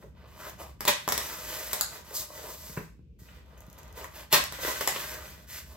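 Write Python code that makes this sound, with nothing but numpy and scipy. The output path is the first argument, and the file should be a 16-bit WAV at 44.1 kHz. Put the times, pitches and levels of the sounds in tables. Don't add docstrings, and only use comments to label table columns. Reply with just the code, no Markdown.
import sys
import numpy as np
from scipy import signal
from scipy.fft import rfft, irfft, next_fast_len
from scipy.io import wavfile

SR = 44100
rng = np.random.default_rng(int(sys.argv[2]) if len(sys.argv) > 2 else 0)


def materialize(psi):
    bounded = np.clip(np.atleast_2d(psi).T, -1, 1)
    quanta = np.round(bounded * 32767).astype(np.int16)
    wavfile.write(sys.argv[1], SR, quanta)


N = 254310
TIME = np.arange(N) / SR

# (frequency [Hz], width [Hz], lift [dB])
CASE_RESONANCES = [(600, 200, 8), (758, 150, -6.5), (993, 360, 5.5), (1535, 370, 5.5), (1954, 240, 8),
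                   (2513, 480, 6), (3006, 200, 5.5), (3480, 140, 4)]
# (frequency [Hz], level [dB])
HISS_COLOUR = [(2000, -22.5), (3800, -3), (4800, -1.5), (9000, -3), (15500, 2.5)]


def undb(db):
    return 10 ** (np.asarray(db) / 20)


def unit(x):
    return x / np.sqrt(np.mean(x ** 2))


def unit_energy(x):
    return x / np.sqrt(np.sum(x ** 2, axis=-1, keepdims=True))


def lookup(hz, points):
    f, value = np.transpose(points)
    return np.interp(np.log(hz + 1e-9), np.log(f), value)


def colour(x, points, peaks=()):
    size = 4096
    hz = np.arange(size // 2 + 1) * SR / size
    db = lookup(hz, points)
    for f, width, lift in peaks:
        db = db + lift / (1 + (2 * (hz - f) / width) ** 2)
    cepstrum = irfft(np.log(undb(db)))
    cepstrum[1:size // 2] *= 2
    cepstrum[size // 2 + 1:] = 0
    response = irfft(np.exp(rfft(cepstrum)))
    return signal.fftconvolve(x, response)[:len(x)]


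def add(track, s, sound):
    start = max(int(s * SR), 0)
    track[start:start + len(sound)] += sound[:N - start]


def wander(rate):
    return unit(np.interp(TIME * rate, np.arange(N), rng.standard_normal(N)))


def slips(rate, spread_db):
    happens = rng.random(N) < rate / SR
    size = undb(spread_db * np.clip(rng.standard_normal(N), -2, 2))
    direction = rng.choice([-1, 1], N)
    return unit(happens * size * direction)


def ring(modes):
    t = TIME[:SR // 4]
    detune = 1 + 0.015 * rng.standard_normal(len(modes))
    blow = np.zeros(len(t))
    for (hz, db, t60), factor in zip(modes, detune):
        blow += undb(db - 60 * t / t60) * np.sin(2 * np.pi * hz * factor * t)
    return unit_energy(blow)


def crack(travel_s):
    size = SR // 10
    khz = np.arange(size // 2 + 1) * SR / size / 1000
    cycles = 2 * travel_s * 1000 * np.sqrt(khz)
    return irfft(np.exp(-2j * np.pi * cycles), size)


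def crackle(decay):
    t = TIME[:SR // 10]
    return unit_energy(rng.standard_normal(len(t)) * np.exp(-t / decay))


def crackling_crack(travel_s, crackle_s, decay):
    return unit_energy(crack(travel_s) + np.sqrt(decay / crackle_s) * crackle(decay))


def stroke(start, run_up, length):
    release_db_per_s = 209.5
    age = np.maximum(TIME - start, 0)
    attack = np.sin(np.pi / 2 * np.minimum(age / run_up, 1)) ** 2
    return attack * undb(-release_db_per_s * np.maximum(age - length, 0))


def room_tone():
    # (frequency [Hz], level [dB])
    air_colour = [(25, -39), (38, -17.5), (52, 3.5), (72, 5), (92, -6.5), (150, -4.5), (200, -9),
                  (270, -18), (490, -24), (700, -46), (1900, -55), (2550, -41.5), (3300, -49.5),
                  (8000, -60), (16000, -63.5)]
    air = np.array([unit(colour(rng.standard_normal(N), air_colour)) for _ in range(2)])
    swell_db = 0.9 * wander(rate=3.3)
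    return air * undb(-51 + swell_db)


def ticks(travel_s=0.00031, crackle_s=0.0028):
    # (time [s], level [dB], crackle decay [s])
    tick_events = [(0.497, -21, .0015), (3.193, -42, 0.008), (3.461, -48, 0.0011), (3.577, -34, 0.013),
                   (3.606, -28.5, 0.0007), (3.6665, -35, .0005), (3.7002, -32, 0.00035),
                   (3.7297, -29, 0.00037), (3.7808, -34, .0006), (3.785, -25.5, 0.0099),
                   (3.8322, -31, 0.00046), (3.8802, -34, 0.00055), (3.927, -31.5, 0.0012),
                   (4.043, -21.5, 0.0041)]
    # (frequency [Hz], level [dB])
    tick_colour = [(100, -29.5), (600, 6.5), (2500, -1.5), (5000, -3), (6500, 6.5), (8500, -2),
                   (12000, 5.5), (15500, 6)]
    out = np.zeros(N)
    for s, db, decay in tick_events:
        add(out, s, undb(db) * crackling_crack(travel_s, crackle_s, decay))
    return colour(out, tick_colour)


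def bumps(scuff_db=11):
    # (time [s], thud level [dB], scuff level against the thud [dB] before scuff_db)
    bump_events = [(0.029, -26, -8), (2.697, -12, -11.5), (2.7742, 1, -8), (2.804, -19, -4.5),
                   (2.993, -18, -37.5), (3.218, -18, -39), (3.682, -15, -33), (4.333, -3.5, -30)]
    # (frequency [Hz], level [dB], t60 [s])
    table_modes = [(122, -33, 0.057), (163.9, 11, 0.24), (186, 16, 0.1), (250, 1, 0.078), (285, -5, 0.13),
                   (334, -0.5, 0.091)]
    # (frequency [Hz], level [dB])
    scuff_colour = [(60, -2), (280, 10), (450, 5), (700, -7), (1250, -3), (1700, -4), (2600, -7),
                    (3200, -27), (15000, -40)]
    thuds, scuffs = np.zeros(N), np.zeros(N)
    for s, db, contact_db in bump_events:
        add(thuds, s, undb(db) * ring(table_modes))
        add(scuffs, s, undb(db + contact_db) * crackle(decay=0.004))
    return thuds + undb(scuff_db) * colour(scuffs, scuff_colour)


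def drags(width_octaves=0.59, grip_db=2):
    # (start [s], run-up [s], length [s], level [dB], centre [Hz])
    palm_drags = [(0.367, 0.077, 0.069, -46.5, 1297), (0.583, 0.015, 0.022, -47.5, 840),
                  (1.16, 0.036, 0.19, -48.5, 1060), (4.642, 0.024, 0.046, -42, 1040),
                  (5.02, .03, 0.14, -47.5, 1630)]
    grain = slips(rate=1400, spread_db=2.0) * undb(grip_db * wander(rate=70))
    out = np.zeros(N)
    for start, run_up, length, db, centre_hz in palm_drags:
        edges_hz = centre_hz * 2 ** (width_octaves * np.array([-0.5, 0.5]))
        band = signal.butter(2, edges_hz, "band", fs=SR, output="sos")
        rasp = unit(signal.sosfilt(band, grain))
        out += undb(db) * stroke(start, run_up, length) * rasp
    return out


def crunches():
    # (time [s], level [dB], upper edge [Hz], decay [s])
    crunch_events = [(0.025, -25.5, 1550, 0.0044), (0.032, -20.5, 535, 0.015), (.465, -14, 1405, 0.013),
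                     (0.6026, -17, 1370, 0.0059), (2.11, -19, 790, 0.0048), (2.303, -18, 1100, 0.0035),
                     (2.379, -23.5, 1780, 0.0054), (2.44, -17.5, 1120, 0.012), (2.497, -18.5, 1300, .008),
                     (2.768, -16.5, 1770, 0.0027), (2.779, -14.5, 2010, 0.016),
                     (3.287, -27.5, 2760, 0.0063), (3.57, -30, 2490, 0.01), (4.0128, -19, 2520, 0.0007),
                     (4.0440, -13, 1850, 0.003), (4.586, -14, 1200, 0.0083), (4.6494, -3.5, 2540, 0.002),
                     (4.678, -3, 1390, 0.017), (4.8092, -3.5, 2700, 0.0038), (4.821, -11, 2500, 0.0046),
                     (4.876, -2, 3000, 0.0048), (4.888, -10.5, 3120, 0.0076), (4.9614, -5.5, 3140, 0.004)]
    # (frequency [Hz], level [dB])
    crunch_colour = [(100, -25), (230, -6), (350, 5), (600, -2.5), (1000, -0.5), (1700, -6), (3200, 1.5)]
    out = np.zeros(N)
    for s, db, edge_hz, decay in crunch_events:
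        soft = signal.butter(4, edge_hz, fs=SR, output="sos")
        collapse = colour(crackle(decay), crunch_colour, CASE_RESONANCES)
        add(out, s, undb(db) * unit_energy(signal.sosfilt(soft, collapse)))
    return out


def rubbing(catch_db=-7, coarse_grip_db=1.33, fine_grip_db=1.5):
    # (start [s], run-up [s], length [s], scratch level [dB],
    # foam body against scratch [dB], hiss against scratch [dB])
    rub_strokes = [(-.08, 0.14, 0.097, -61.5, 4, 4.5), (0.102, 0.11, 0.16, -62, 6, -8),
                   (0.222, 0.1, 0.2, -59.5, 3.5, 0.5), (0.323, 0.14, 0.16, -50, 2.5, 5.5),
                   (0.563, 0.064, 0.061, -47, 6.5, 5.5), (0.783, 0.046, 0.31, -49.5, -10.5, 0),
                   (1.1, 0.062, 0.71, -43, -1, 8.5), (1.814, 0.12, 0.16, -49.5, 2.5, 7),
                   (2.001, 0.12, 0.22, -51, 4, 8), (2.123, 0.05, 0.044, -63, -1, 38.5),
                   (2.256, 0.13, 0.27, -51.5, 5.5, 10), (2.436, 0.1, 0.34, -56, 2.5, 14),
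                   (3.183, 0.014, 0.055, -65, -1, 11.5), (3.218, 0.067, 0.15, -59.5, 0, -0.5),
                   (3.424, 0.088, 0.56, -62, 6.5, -1.5), (3.939, 0.044, 0.1, -49, 6, 5.5),
                   (4.096, 0.085, 0.11, -47.5, 0, 4.5), (4.469, 0.083, 0.23, -43.5, -8, 3),
                   (4.572, 0.087, 0.13, -33.5, -2, 6.5), (4.709, 0.092, 0.3, -39, -4, 5),
                   (4.98, 0.041, 0.16, -46, -0.5, 7.5), (5.087, 0.04, 0.14, -50, 3.5, 6),
                   (5.2, 0.056, 0.12, -51.5, -1.5, 5.5), (5.305, 0.053, 0.12, -57.5, 1, 5.5),
                   (5.454, 0.072, 0.13, -45.5, -7, 7.5), (5.616, 0.086, 0.17, -60.5, 5, 8)]
    # (frequency [Hz], level [dB])
    body_colour = [(60, -23), (150, -9), (300, 3.5), (550, 3.5), (1200, 1), (1550, -16.5), (2100, -37),
                   (4000, -39)]
    # (frequency [Hz], level [dB])
    scratch_colour = [(600, -31.5), (1200, -6), (1600, 2.5), (2800, 0.5), (4200, 1), (5200, -4),
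                      (9000, -34.5)]
    power = np.zeros((3, N))
    for start, run_up, length, db, body_db, hiss_db in rub_strokes:
        layer_power = undb([db, db + body_db, db + hiss_db]) ** 2
        power += np.outer(layer_power, stroke(start, run_up, length) ** 2)
    scratch_gain, body_gain, hiss_gain = np.sqrt(power)
    grip = unit(wander(rate=60) + wander(rate=14))
    coarse = slips(rate=1300, spread_db=2.5)
    fine = unit(coarse + 5.7 * slips(rate=9000, spread_db=3))
    grain = coarse + undb(catch_db) * slips(rate=38, spread_db=1.0)
    body = unit(colour(grain, body_colour, CASE_RESONANCES)) * body_gain
    scratch = unit(colour(grain, scratch_colour, CASE_RESONANCES)) * scratch_gain
    hiss = unit(colour(fine, HISS_COLOUR)) * hiss_gain
    return undb(coarse_grip_db * grip) * body + undb(fine_grip_db * grip) * (scratch + hiss)


def rips():
    # (break [s], level [dB], run-up [s], creep before the break [dB], hold [s],
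    # decay [s], hiss against rasp [dB], shaking of the case [0-1])
    rip_events = [(0.8773, 10, 0.005, -8.5, 0.016, 0.0035, -3, .15),
                  (4.3265, 13, 0.0053, -6.5, 0.017, 0.022, 2, 0.8)]
    # (frequency [Hz], level [dB])
    rip_colour = [(40, -38.5), (100, -38), (160, 0.5), (300, 1), (1000, -0.5), (2000, -2), (4200, 4),
                  (6000, -20.5), (12000, -36.5)]
    # (frequency [Hz], width [Hz], lift at full shaking [dB])
    shaken_resonances = [(778, 14, 10), (1070, 38, 4), (1113, 30, 8.5), (1595, 70, 6), (1840, 110, 5.5),
                         (2030, 28, 9), (2400, 40, 0.5), (3550, 37, 15.5), (4153, 45, 11.5)]
    out = np.zeros(N)
    for s, db, run_up, creep_db, hold, decay, hiss_db, shake in rip_events:
        volley = slips(rate=7000, spread_db=1.5) * undb(1.5 * wander(rate=550))
        woken = [(hz, width, shake * lift) for hz, width, lift in shaken_resonances]
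        before = np.maximum(s - TIME, 0)
        after = np.maximum(TIME - s - hold, 0)
        speed = np.exp(-before / run_up - after / decay)
        speed = speed * undb(np.where(TIME < s, creep_db, 0))
        rasp = unit_energy(speed * colour(volley, rip_colour, CASE_RESONANCES + woken))
        hiss = unit_energy(speed * colour(volley, HISS_COLOUR))
        out += undb(db) * (rasp + undb(hiss_db) * hiss)
    return out


def snaps(travel_s=0.001226, crackle_s=0.0014):
    # (time [s], level [dB], knock of the foam wall against it [dB],
    # crackle decay [s])
    snap_events = [(0.8069, -11.5, 4, 0.0028), (0.8521, -9.5, 5, 0.0029), (0.8794, 2.5, -3, 0.0078),
                   (1.0777, -13, 14.5, 0.0019), (1.0888, -4.5, -20, 0.001), (1.1224, -2, -2.5, 0.0036),
                   (1.1784, -4, -2, 0.0016), (1.7314, -3.5, -5.5, 0.0042), (1.8105, -1, -12, 0.0016),
                   (4.3272, 0, -7, 0.0014), (4.3445, -1.5, -12, 0.0012), (4.439, -12, -2.5, 0.0026),
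                   (4.5236, -19, 4.5, 0.0022), (4.8093, -9, -5, 0.0063), (4.8750, 0, -24, 0.002),
                   (4.887, -13, -21, 0.0026)]
    # (frequency [Hz], level [dB], t60 [s])
    wall_modes = [(510, -12, .025), (650, -9, .022), (870, -4, .018), (985, 0, .024), (1110, -4, .02),
                  (1260, -4, .016), (1620, -9, .012)]
    # (frequency [Hz], level [dB])
    crack_colour = [(60, -35.5), (200, -36), (500, 8.5), (1000, 9.5), (3000, 4), (6000, 6.5), (11000, 6.5),
                    (15500, 10)]
    cracks, knocks = np.zeros(N), np.zeros(N)
    for s, db, knock_db, decay in snap_events:
        add(cracks, s, undb(db) * crackling_crack(travel_s, crackle_s, decay))
        add(knocks, s + travel_s / 2, undb(db + knock_db) * ring(wall_modes))
    return colour(cracks, crack_colour) + knocks


def room(x, direct_db, side_slope=0.73, bounce_s=0.0098, bounce_db=-11):
    # (frequency [Hz], t60 [s])
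    room_t60 = [(150, 0.24), (500, 0.28), (3000, 0.37), (8000, 0.32), (15000, 0.15)]
    t = TIME[:SR // 2]
    hz = np.arange(len(t) // 2 + 1) * SR / len(t)
    noise = rfft(rng.standard_normal((2, len(t))))
    octave = np.clip(np.round(np.log2(hz + 1)), 7, 14)
    tail = np.zeros((2, len(t)))
    for k in np.unique(octave):
        tail += irfft(noise * (octave == k)) * undb(-60 * t / lookup(2 ** k, room_t60))
    response = unit_energy(tail * (1 - np.exp(-t / 0.00029)))
    response[0, 1] += undb(direct_db)
    response[1, :3] += undb(direct_db) * side_slope * np.array([-1, 0, 1])
    response[0, int(bounce_s * SR)] += undb(bounce_db)
    response /= np.sqrt(np.sum(response[0] ** 2))
    return signal.fftconvolve(x[None], response, axes=1)[:, :N]


def scene():
    clicks = room(ticks(), direct_db=2)
    table = room(bumps(), direct_db=5.5)
    palm = room(drags(), direct_db=7.0)
    foam = room(crunches(), direct_db=3.0)
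    rub = rubbing() * undb(-2.5)
    place = 0.5 + 0.5 * np.tanh(2 * wander(rate=5.023))
    friction = room(rub * place, direct_db=0.0) + room(rub * (1 - place), direct_db=6.0)
    seam = room(rips(), direct_db=2)
    tape = room(snaps(), direct_db=0)
    mid, side = room_tone() + clicks + table + palm + foam + friction + seam + tape
    return np.array([mid + side, mid - side])


def record(dry):
    # (frequency [Hz], level [dB])
    mid_response = [(5000, -1), (8000, -0.5), (8900, -5.5), (9400, -49.5), (10100, -18), (10900, -3.5),
                    (12500, 0.5), (14000, -2.5), (15500, -6.5)]
    # (frequency [Hz], level [dB])
    side_response = [(60, -13.5), (220, -11.5), (550, -3), (1300, -1), (2300, -2), (5500, -1), (9600, -0.5),
                     (11500, -3.5), (12600, -21), (13700, -12.5), (15000, -7.5)]
    size = next_fast_len(N + SR // 10)
    hz = np.arange(size // 2 + 1) * SR / size
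    left, right = rfft(dry, size)
    mid = irfft((left + right) / 2 * undb(lookup(hz, mid_response)), size)[:N]
    side = irfft((left - right) / 2 * undb(lookup(hz, side_response)), size)[:N]
    high_pass = signal.butter(4, 42, "high", fs=SR, output="sos")
    low_pass = signal.ellip(8, 0.2, 70, 15700, fs=SR, output="sos")
    stereo = np.array([mid + side, mid - side])
    return signal.sosfilt(np.vstack([high_pass, low_pass]), stereo)


dry = scene()
out = record(dry)
materialize(out)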